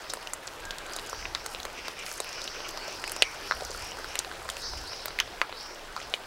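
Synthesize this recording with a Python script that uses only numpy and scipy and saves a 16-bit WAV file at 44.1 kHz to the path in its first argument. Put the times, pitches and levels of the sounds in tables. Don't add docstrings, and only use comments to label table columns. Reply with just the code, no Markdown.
import sys
import numpy as np
from scipy import signal
from scipy.io import wavfile
from scipy.ndimage import uniform_filter1d

SR = 44100
rng = np.random.default_rng(int(sys.argv[2]) if len(sys.argv) > 2 else 0)


def wav_record(signal):
    frames = np.transpose(np.atleast_2d(signal))
    bounded = np.clip(frames, -1, 1)
    quanta = np.round(bounded * 32767).astype(np.int16)
    wavfile.write(sys.argv[1], SR, quanta)


def how_loud(loudness_db):
    steps = np.asarray(loudness_db, float) / 20
    return 10 ** steps


N = 276066


def rms_one(x):
    return x / np.sqrt(np.mean(x ** 2) + 1e-20)


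def peak_one(x):
    return x / np.abs(x).max()


def drift(rate):
    r = np.exp(-80 * np.pi * rate / SR)
    slow = signal.lfilter([1], [1, -2 * r, r * r], rng.standard_normal(N // 40 + 2002))[2000:]
    return np.interp(np.arange(N) / 40, np.arange(len(slow)), rms_one(slow))


def swells(rows, rest_db):
    t = np.arange(N) / SR
    bursts = sum(how_loud(2 * db - 20 * np.abs(t - s) / width) for s, db, width in rows)
    return 10 * np.log10(how_loud(2 * rest_db) + bursts)


def band(x, low_hz, high_hz, order=2):
    edges = [low_hz, min(high_hz, .45 * SR)]
    return signal.sosfilt(signal.butter(order, edges, "band", fs=SR, output="sos"), x)


def resonance(x, hz, width_hz):
    r = np.exp(-np.pi * width_hz / SR)
    poles = [1, -2 * r * np.cos(2 * np.pi * hz / SR), r * r]
    return signal.lfilter([(1 - r * r) / 2, 0, (r * r - 1) / 2], poles, x)


def tail(x, t60, low_hz, high_hz):
    t = np.arange(SR) / SR
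    echoes = band(rng.standard_normal(SR), low_hz, high_hz, order=1) * how_loud(-60 * t / t60)
    return signal.fftconvolve(x, echoes / np.linalg.norm(echoes))[:N]


def hiss(spectrum, patchy_db):
    edges = 20 * 2 ** (np.arange(30) / 3)
    white = rng.standard_normal((2, N))
    hz, level_db = np.transpose(spectrum)
    out = 0
    for k, (low, high) in enumerate(zip(edges, edges[1:])):
        top_db = np.interp(np.log(low * high) / 2, np.log(hz), level_db)
        out = out + how_loud(top_db + patchy_db * drift(11)) * band(white[k % 2], low, high)
    return rms_one(out)


def patter(per_s, spread_db, low_hz, high_hz, cycles):
    sizes = how_loud(spread_db * np.minimum(rng.exponential(1, N), 4)) * rng.choice([-1, 1], N)
    clicks = sizes * (rng.random(N) < per_s / SR) + 1e-18
    dealt = rng.integers(0, 14, N)
    pitches = np.geomspace(low_hz, high_hz, 14)
    return rms_one(sum(resonance(clicks * (dealt == k), hz, hz / cycles) for k, hz in enumerate(pitches)))


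def port_noise():
    # (frequency [Hz], density [dB per Hz])
    ports = [(47, -56), (80, -30.5), (436, -2), (1480, -11), (1660, -18), (1900, -17), (4430, -7.5),
             (13200, 3.5), (15400, -1.5), (16500, -19)]
    return how_loud(-64.5) * hiss(ports, patchy_db=-3.5) * [[1], [-1]]


def electronics():
    whine_hz = 15734
    whine = how_loud(-79) * np.sin(2 * np.pi * whine_hz * np.arange(N) / SR)
    return whine + how_loud(-69) * rms_one(band(rng.standard_normal(N), 9500, 19000, order=1))


def wind_bumps():
    # (time [s], level [dB], time to lose 10 dB on either side [s])
    gusts = [(0, -55, 0.108), (.68, -50.5, 0.166), (.91, -54.5, 0.108), (1.27, -41.5, 0.126),
             (1.55, -47.5, 0.374), (2.45, -58, .4), (3.0, -54, 0.078), (3.21, -48.5, 0.058),
             (3.58, -43, 0.11), (3.8, -46, 0.305), (4.4, -48, 0.53), (4.78, -41.5, .14), (5.25, -50, 0.246),
             (5.9, -54, .15), (6.09, -49, .08)]
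    level_db = swells(gusts, rest_db=-66.5) - 3.5 + 1.7 * drift(10.3)
    return how_loud(level_db) * rms_one(band(rng.standard_normal(N), 14.6, 70.3))


def far_rain():
    # (frequency [Hz], density [dB per Hz])
    colour = [(12, -30), (20, 10.5), (43, -7), (86, -8), (237, -11), (382, -2), (839, -2.5), (1180, -5),
              (1390, -3), (2120, -10.5), (3230, -11.5), (4930, -15.5), (6530, -19), (15200, -32.5),
              (16500, -44)]
    # (time [s], level [dB])
    shower = [
        (0, -46.5),
        (.4, -48),
        (.85, -45),
        (1.9, -47),
        (2.8, -45),
        (4.3, -46),
        (5.7, -47.5),
        (6.26, -47),
    ]
    s, db = np.transpose(shower)
    level_db = np.interp(np.arange(N) / SR, s, db)
    small_drops = patter(800, 3.4, 508.6, 3000, cycles=4.8)
    return how_loud(level_db + 3.0) * (hiss(colour, patchy_db=2.1) + how_loud(-8) * small_drops)


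def note(s, length):
    t = np.arange(round(length * SR)) / SR
    return round(s * SR), t, np.sqrt(2) * np.sin(np.pi * t / length) ** .4


def whistles(calls, glide_s, rough):
    out = np.zeros(N + SR)
    wobble = rms_one(band(rng.standard_normal(N + SR), 30, 450))
    for s, length, from_hz, to_hz, db in calls:
        i, t, swell = note(s, length)
        hz = to_hz + (from_hz - to_hz) * np.exp(-t / glide_s)
        hz = hz * (1 + rough * wobble[i:i + len(t)])
        out[i:i + len(t)] += how_loud(db) * swell * np.sin(2 * np.pi * np.cumsum(hz) / SR)
    return out[:N]


def chorus():
    # (time [s], level [dB], time to lose 10 dB on either side [s])
    bouts = [(0.12, -39, 0.195), (1.24, -37.5, 0.186), (1.53, -40.5, .08), (1.87, -35.5, 0.07),
             (2.2, -39.5, 0.116), (2.44, -32, 0.41), (3.05, -34, 0.424), (3.54, -34.5, 0.32),
             (3.75, -35, .25), (4.02, -40.5, 0.31), (4.67, -26.5, .11), (4.95, -34, 0.325),
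             (5.25, -42, 0.11), (5.61, -34, 0.053), (6.03, -35, .07), (6.14, -42.5, 0.062)]
    calls = [(6.2 * a, .05 + .06 * b, 3500 + 900 * c, 5300 + 1500 * d, 0)
             for a, b, c, d in rng.random((300, 4))]
    blur = tail(whistles(calls, glide_s=.05, rough=.05), .7, 2000, 9000)
    blur = np.roll(blur, -SR // 2)
    even = blur / np.sqrt(uniform_filter1d(blur ** 2, size=6000) + 1e-9)
    return how_loud(swells(bouts, rest_db=-64) - 12.5) * even


def husky_whistler():
    # (time [s], length [s], start pitch [Hz], end pitch [Hz], level [dB])
    song = [(.845, .15, 3600, 5250, -52.5), (1.045, .17, 3800, 6250, -50.5), (1.12, 0.097, 4000, 5600, -51),
            (1.33, 0.105, 4400, 5913, -53.5), (2.30, 0.095, 6170, 4503, -49),
            (2.42, 0.292, 4805, 6010, -55), (2.70, .16, 5187, 4413, -50), (2.85, 0.071, 4850, 6590, -50),
            (3.14, 0.121, 5180, 5896, -46.5), (3.42, 0.106, 4400, 6045, -48),
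            (3.80, .075, 4980, 5903, -49.5), (4.05, 0.064, 4817, 6600, -50.5),
            (4.61, .06, 3800, 6300, -42.5), (4.71, 0.078, 3834, 6200, -47), (4.86, .07, 3800, 6508, -44),
            (4.97, 0.039, 3860, 4683, -48), (5.53, 0.105, 3273, 6070, -47), (5.58, .12, 3700, 6000, -51)]
    husky = whistles(song, glide_s=.054, rough=.045)
    near_echo, far_echo = tail(husky, .2, 1000, 9000), tail(husky, .65, 1000, 9000)
    return how_loud(-2.5) * (how_loud(-8) * husky + how_loud(-3) * near_echo + how_loud(1.5) * far_echo)


def clear_whistler():
    # (time [s], length [s], start pitch [Hz], end pitch [Hz], level [dB])
    clear = [
        (3.045, .04, 4250, 7000, -44.5),
        (4.63, .05, 3800, 6300, -44),
        (4.856, .035, 3850, 6200, -48),
    ]
    # (time [s], length [s], start pitch [Hz], end pitch [Hz], level [dB])
    low_call = [
        (.62, .13, 1620, 1600, -48),
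        (.76, .18, 1600, 1530, -48),
    ]
    direct = whistles(clear, glide_s=.07, rough=.011) + whistles(low_call, glide_s=.07, rough=.045)
    return direct + how_loud(-7) * tail(direct, .35, 1000, 9000)


def chatter():
    # (time [s], length [s], level [dB])
    harsh = [(1.747, 0.06, -45.5), (1.845, 0.045, -45), (1.972, 0.065, -45), (2.062, 0.044, -46.5),
             (2.252, 0.0513, -47), (2.329, 0.0945, -49.5), (2.533, 0.0595, -47.5), (2.635, 0.0476, -46),
             (2.803, 0.099, -50), (2.895, 0.065, -49.5), (3.1, 0.083, -50), (3.409, 0.082, -50.5),
             (3.773, 0.1, -50), (3.868, 0.065, -51), (4.05, 0.182, -50.5)]
    # (frequency [Hz], width [Hz], level [dB])
    throat = [
        (2480, 1000, 0.),
        (5400, 1400, -9.),
    ]
    gate = np.zeros(N)
    for s, length, db in harsh:
        i, t, swell = note(s, length)
        gate[i:i + len(t)] += how_loud(db) * swell
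    pulses = (rng.random(N) < 2200 / SR) * rng.standard_normal(N)
    voice = sum(how_loud(db) * resonance(resonance(pulses, hz, w), hz, w) for hz, w, db in throat)
    direct = gate * rms_one(voice)
    return direct + how_loud(-6) * tail(direct, .3, 1000, 9000)


def leaf_spray():
    # (time [s], level [dB], time to lose 10 dB on either side [s])
    bursts = [(.2, -55, .5), (1.04, -53, 0.23), (1.53, -50, 0.12), (1.87, -55, 0.02), (2.13, -41.5, 0.1122),
              (2.4, -52, 0.01), (3.05, -50, 0.2053), (3.4, -56.5, .3), (3.75, -43, 0.2117),
              (4.02, -56.5, 0.24), (4.53, -47.5, 0.205), (4.78, -54, 0.24), (5.61, -54.5, 0.1),
              (6.01, -54, .04), (6.15, -50, .07)]
    crackle = patter(1400 * how_loud(4 * drift(14)), 5.0, 4500, 10500, cycles=3.2)
    return how_loud(swells(bursts, rest_db=-69) - 3) * crackle


def quiver():
    # (time [s], rms level [dB], frequency [Hz], width [Hz], time to die by 60 dB [s])
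    shaken = [
        (.102, -40, 5200, 500, .1),
        (3.229, -32, 2250, 420, .3),
        (3.523, -41, 1400, 800, .2),
        (5.203, -34, 3100, 800, .14),
        (5.204, -35, 1500, 900, .12),
        (5.417, -31, 1250, 700, .12),
    ]
    t, out = np.arange(SR // 4) / SR, np.zeros(N + SR)
    for s, db, hz, width_hz, t60 in shaken:
        noise = rng.standard_normal(len(t))
        ring = rms_one(resonance(resonance(noise, hz, width_hz), hz, width_hz))
        out[round(s * SR):][:len(t)] += how_loud(db - 60 * t / t60) * ring
    return out[:N]


def slaps(count, burst_s, burst, rattle_s, rattle):
    t = np.arange(SR // 14) / SR
    noise = rng.standard_normal((count, len(t)))
    splinter = burst * np.exp(-t / burst_s) + rattle * np.exp(-t / rattle_s)
    return np.sign(noise) * (t == 0) + noise * splinter


def contacts():
    # (time [s], peak level [dB], leaf ring [Hz], ring spread [pitch ratio], thud [dB below the peak])
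    heavy = [(.135, -18, 1000, 1.8, -14), (.475, -19.5, 4460, 1.25, -26),
             (1.253, -20.5, 2316, 1.255, -17.5), (1.3483, -11.5, 3900, 1.17, -30),
             (1.547, -19, 3420, 1.36, -19), (3.039, -18.5, 2100, 1.36, -19), (3.095, -19, 5270, 1.67, -40),
             (3.221, -2.3, 2450, 1.42, -24), (3.5098, -10.5, 1450, 1.27, -22),
             (3.5198, -15.5, 1300, 1.3, -20), (4.1538, -18, 2300, 1.66, -20.5),
             (4.1893, -13, 4200, 1.25, -26), (4.2462, -20, 1050, 3, -22), (5.1874, -15, 2400, 1.25, -28),
             (5.1996, -9, 2950, 1.22, -32), (5.4143, -8.5, 1600, 1.55, -16), (6.1377, -10, 2700, 1.15, -22)]
    # (time [s], peak level [dB], ring [Hz], spread [pitch ratio])
    wet = [(.17, -30, 880, 1.177), (.9622, -27, 3840, 1.09), (1.129, -26, 1314, 1.185),
           (1.651, -22, 1027, 1.84), (1.881, -22.5, 1046, 1.65), (2.201, -25, 3826, 1.05),
           (2.603, -30, 2000, 2.13), (2.773, -26, 1500, 3), (3.163, -23.5, 4250, 2.07),
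           (3.607, -27, 1010, 3), (3.917, -31, 3000, 1.084), (3.969, -32.5, 1490, 1.57),
           (3.985, -35, 1270, 1.46), (4.734, -29, 1260, 1.34), (4.931, -28, 944, 2.4),
           (5.056, -23, 1080, 2.19), (5.105, -30.5, 1060, 2.3), (5.275, -29, 920, 1.6),
           (5.525, -27, 1430, 2.3)]
    # (time [s], peak level [dB], ring [Hz], spread [pitch ratio])
    dry_leaf = [(.0976, -24, 3900, 1.08), (.271, -27, 3020, 1.146), (.333, -26, 1400, 1.45),
                (.7063, -19.5, 3460, 1.25), (.9867, -22, 3400, 1.293), (1.461, -23.5, 1180, 1.65),
                (1.6, -24, 3740, 1.135), (2.035, -30.5, 1500, 1.8), (2.114, -31.5, 1537, 1.135),
                (2.244, -30, 2390, 1.2), (2.4159, -23.5, 3910, 1.195), (2.4758, -21.5, 3090, 1.198),
                (2.69, -25, 4350, 1.6), (3.076, -27, 2330, 1.144), (3.118, -28.5, 1540, 1.23),
                (3.649, -32.5, 5000, 1.06), (3.714, -22, 4900, 1.256), (3.746, -30, 1250, 1.135),
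                (4.043, -26, 1434, 1.154), (4.313, -27, 1430, 1.167), (4.489, -20, 1130, 1.65),
                (4.4987, -23, 3420, 1.114), (4.567, -25.5, 2820, 1.286), (5.0809, -25, 1090, 1.56),
                (5.493, -32.5, 860, 1.24), (5.963, -22, 1105, 1.306), (5.975, -28, 1200, 1.15),
                (6.0142, -29, 2800, 1.3)]
    # (time [s], peak level [dB], ring [Hz],
    # spread [pitch ratio])
    leaf_parts = [(3.222, -11, 4250, 1.09), (3.2262, -12, 2000, 1.22), (1.2251, -30, 1980, 1.2),
                  (.7836, -24, 4000, 1.2), (.9425, -30, 4200, 1.35), (.9945, -27, 3300, 1.2),
                  (1.5595, -31, 3300, 1.2), (2.2012, -24, 520, 1.7), (1.4606, -29, 2400, 1.5),
                  (1.6515, -28, 3250, 1.4), (.4755, -32, 1500, 1.8), (.7063, -31, 1500, 1.2),
                  (3.229, -24, 2900, 1.3), (3.62, -29, 520, 1.3), (5.4143, -17, 3000, 1.35),
                  (1.6297, -29, 4170, 1.2), (2.1785, -33, 1360, 1.25), (4.9195, -32, 1130, 1.25),
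                  (5.2002, -20, 6500, 1.08), (5.2015, -20, 1800, 1.2), (3.2305, -24, 2300, 1.15),
                  (.1045, -30, 4100, 1.08), (1.3485, -23, 1300, 1.4), (1.3548, -24, 1500, 1.3),
                  (3.5105, -23, 4700, 1.12), (3.5196, -24, 3900, 1.15), (4.1965, -27, 4100, 1.12),
                  (4.2, -29, 1300, 1.3), (5.1926, -23, 1900, 1.15), (5.2002, -17, 5200, 1.1),
                  (5.205, -23, 1300, 1.4), (6.1378, -28, 5100, 1.12), (6.1435, -30, 2100, 1.2)]
    # (time [s], peak level [dB], ring [Hz])
    small = [(0.0662, -37, 2280), (0.4264, -37, 2330), (0.6519, -35, 4110), (0.7482, -36, 2050),
             (0.9338, -31, 4100), (1.3962, -37, 4030), (2.0632, -30, 2560), (2.6519, -29, 2620),
             (3.3578, -32, 2330), (4.9626, -31, 4250), (5.7573, -35, 2520), (5.8905, -39, 1930),
             (5.9254, -38, 4240), (6.0008, -30, 1980), (6.0262, -30, 4460)]
    # (time [s], peak level [dB], ring [Hz])
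    plops = [(0.56, -36, 1090), (2.081, -35, 1480), (2.292, -35, 1590), (2.383, -34, 1520),
             (2.45, -35, 1250), (2.745, -35, 611), (2.879, -31, 619), (3.698, -33, 525), (4.418, -35, 1340),
             (4.453, -33, 1070), (4.838, -35, 861)]
    hits = [(*row, -20) for row in heavy] + [(*row, -9, -10) for row in wet]
    for s, db, hz, spread in dry_leaf:
        snap_db = -9.5 - 3.5 * np.log2(hz / 1000)
        hits.append((s, db, hz, spread, -19.5, snap_db))
    hits += [(*row, -40, -40) for row in leaf_parts]
    return hits + [(s - .0005, db, hz, 1.22, -30, -30) for s, db, hz in [*small, *plops]]


def taps():
    out, hits = np.zeros(N + SR), contacts()
    strikes = slaps(count=len(hits), burst_s=.0008, burst=.17, rattle_s=.004, rattle=.03)
    for (s, db, hz, spread, thud_db, snap_db), slap in zip(hits, strikes):
        spread = np.clip(spread, 1.005, 3)
        ring = peak_one(band(slap, hz / spread, hz * spread))
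        thud, snap = peak_one(band(slap, 430, 1200)), peak_one(band(slap, 3600, 4900))
        tap = how_loud(0.5) * ring - how_loud(thud_db + 8.5) * thud - how_loud(snap_db + 7.0) * snap
        out[round((s + .0012) * SR):][:len(slap)] += how_loud(db) * tap
    return out[:N]


def thin_ticks():
    # (time [s], peak level [dB], ring [Hz], top [dB below the peak])
    sharp = [(.1012, -21, 5400, -30), (.1364, -21, 8430, -13.5), (.602, -36.5, 7240, -16),
             (.7836, -31, 7860, -19), (.9635, -23.5, 7880, -15), (1.063, -33, 7690, -17.5),
             (1.0964, -26, 6160, -16), (1.462, -24, 7000, -13.5), (1.601, -32.5, 5680, -11.5),
             (1.6516, -30.5, 6800, -12), (1.8823, -24.5, 5390, -13), (2.2026, -17.5, 7780, -14.5),
             (2.2438, -27, 12200, -9.5), (2.4171, -31.5, 6220, -16.5), (2.6898, -27, 5570, -14),
             (3.2222, -17, 7600, -15), (3.9125, -30, 6700, -18), (4.155, -25, 7600, -10),
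             (4.1904, -14, 7500, -20.5), (4.5002, -29.5, 8000, -12), (5.057, -17.5, 11280, -5.5),
             (5.1886, -30, 7070, -8), (5.2008, -18, 6500, -13), (5.4154, -26, 5410, -16),
             (5.964, -34.5, 6750, -15.5), (6.1389, -33, 6730, -15)]
    # (time [s], peak level [dB], ring [Hz])
    soft = [(.2722, -27.5, 5900), (.3346, -17, 8140), (.4716, -28.5, 6850), (.6534, -29.5, 6500),
            (.708, -28, 5680), (.8643, -35, 7320), (.9345, -24, 6000), (1.3495, -24, 6570),
            (1.631, -30, 6550), (1.9908, -34, 7240), (2.0633, -24, 5730), (2.1146, -27.5, 6100),
            (2.1784, -28.5, 7700), (2.2912, -30, 5890), (2.3286, -30, 5800), (2.4413, -25, 5440),
            (2.4758, -29, 5810), (2.7744, -23.5, 5220), (2.8793, -27, 6130), (2.9986, -33, 6160),
            (3.0403, -29.5, 7100), (3.0769, -25, 8150), (3.1187, -17.5, 9900), (3.511, -29, 5330),
            (3.6087, -32.5, 6710), (3.6496, -24, 5550), (3.7065, -30.5, 7260), (3.8232, -29.5, 5800),
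            (4.4999, -21, 6900), (4.5675, -29, 6960)]
    # (time [s], peak level [dB], ring [Hz])
    faint = [(0.0194, -36, 6770), (0.0962, -32, 6980), (0.2264, -41, 8070), (0.2957, -45, 7230),
             (0.4055, -44, 10400), (0.5606, -41, 7170), (0.7452, -43, 6510), (0.9941, -35, 7940),
             (1.0704, -33, 7270), (1.1288, -38, 6650), (1.5364, -38, 6980), (1.7285, -40, 7590),
             (1.9144, -43, 6910), (1.9934, -36, 7020), (2.0714, -33, 8320), (2.0814, -34, 7100),
             (2.0906, -32, 7080), (2.1254, -29, 9850), (2.1374, -32, 6720), (2.6844, -29, 6870),
             (2.7072, -32, 6830), (2.8454, -39, 6690), (2.9078, -38, 7070), (2.9248, -36, 6960),
             (3.1627, -28, 7290), (3.3134, -40, 8010), (3.3448, -39, 6850), (3.5524, -42, 8350),
             (3.6331, -35, 6720), (3.8666, -38, 6760), (3.9699, -39, 7230), (3.9868, -38, 7160),
             (4.1924, -24, 7370), (4.2901, -39, 10800), (4.4463, -41, 7840), (4.6954, -41, 7610),
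             (4.7341, -42, 8030), (4.777, -36, 6690), (4.814, -39, 7210), (4.8738, -37, 7920),
             (4.9626, -42, 6790), (5.0165, -42, 7150), (5.0809, -31, 6810), (5.6271, -41, 8220),
             (5.7458, -38, 6860), (5.9244, -42, 9230), (6.0008, -35, 6530), (6.0252, -41, 6520),
             (6.0985, -41, 7610), (6.1434, -34, 6660),
             (.1211, -40, 6940), (.9228, -38, 8380), (1.4431, -38, 6000), (2.0994, -34, 7160),
                   (2.107, -35, 7400), (3.0165, -38, 6940), (3.4101, -42, 6680), (3.493, -40, 6520),
                   (4.4897, -29, 7420)]
    thin = [*sharp] + [(*row, -21.5) for row in soft]
    thin += [(s + .0006, db, hz, -18) for s, db, hz in faint]
    out = np.zeros(N + SR)
    strikes = slaps(count=len(thin), burst_s=.0016, burst=.3, rattle_s=.006, rattle=.08)
    for (s, db, hz, top_db), slap in zip(thin, strikes):
        ring = peak_one(band(slap, hz / 1.28, hz * 1.18))
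        top = peak_one(band(slap, 9500, 14500, order=1))
        out[round(s * SR):][:len(slap)] += how_loud(db) * (ring - how_loud(top_db + 6.5) * top)
    return out[:N]


def wall(x):
    # (delay [s], level [dB])
    bounces = [
        (.0052, -21.),
        (.0098, -27.),
    ]
    dull = band(x, 746, 5200, order=1)
    echoes = sum(how_loud(db) * np.roll(dull, round(s * SR)) for s, db in bounces)
    return x + echoes + how_loud(-15) * tail(x, .09, 400, 7000)


def scene():
    birds = chorus() + husky_whistler() + clear_whistler() + chatter()
    near_rain = wall(leaf_spray() + taps() + thin_ticks()) + quiver()
    mid = electronics() + wind_bumps() + far_rain() + birds + near_rain
    return mid + port_noise()


def band_limit(x):
    return signal.sosfilt(signal.butter(12, 16810, fs=SR, output="sos"), x)


def record(dry):
    level_db = 20 * np.log10(np.abs(dry).max(axis=0) + 1e-9)
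    over_db = np.maximum(level_db + 14, 0) * 0.203
    recover_db = 22 * np.arange(N) / SR
    duck_db = np.maximum.accumulate(over_db + recover_db) - recover_db
    ducked = dry * how_loud(-signal.lfilter([.004], [1, -.996], duck_db))
    shelf = signal.ellip(7, .2, 24, 15790, fs=SR, output="sos")
    cut = signal.ellip(10, .2, 60, 16700, fs=SR, output="sos")
    mix = signal.sosfilt(cut, signal.sosfilt(shelf, np.clip(ducked, -1, 1)))
    return band_limit(mix)


dry = scene()
out = record(dry)
wav_record(out)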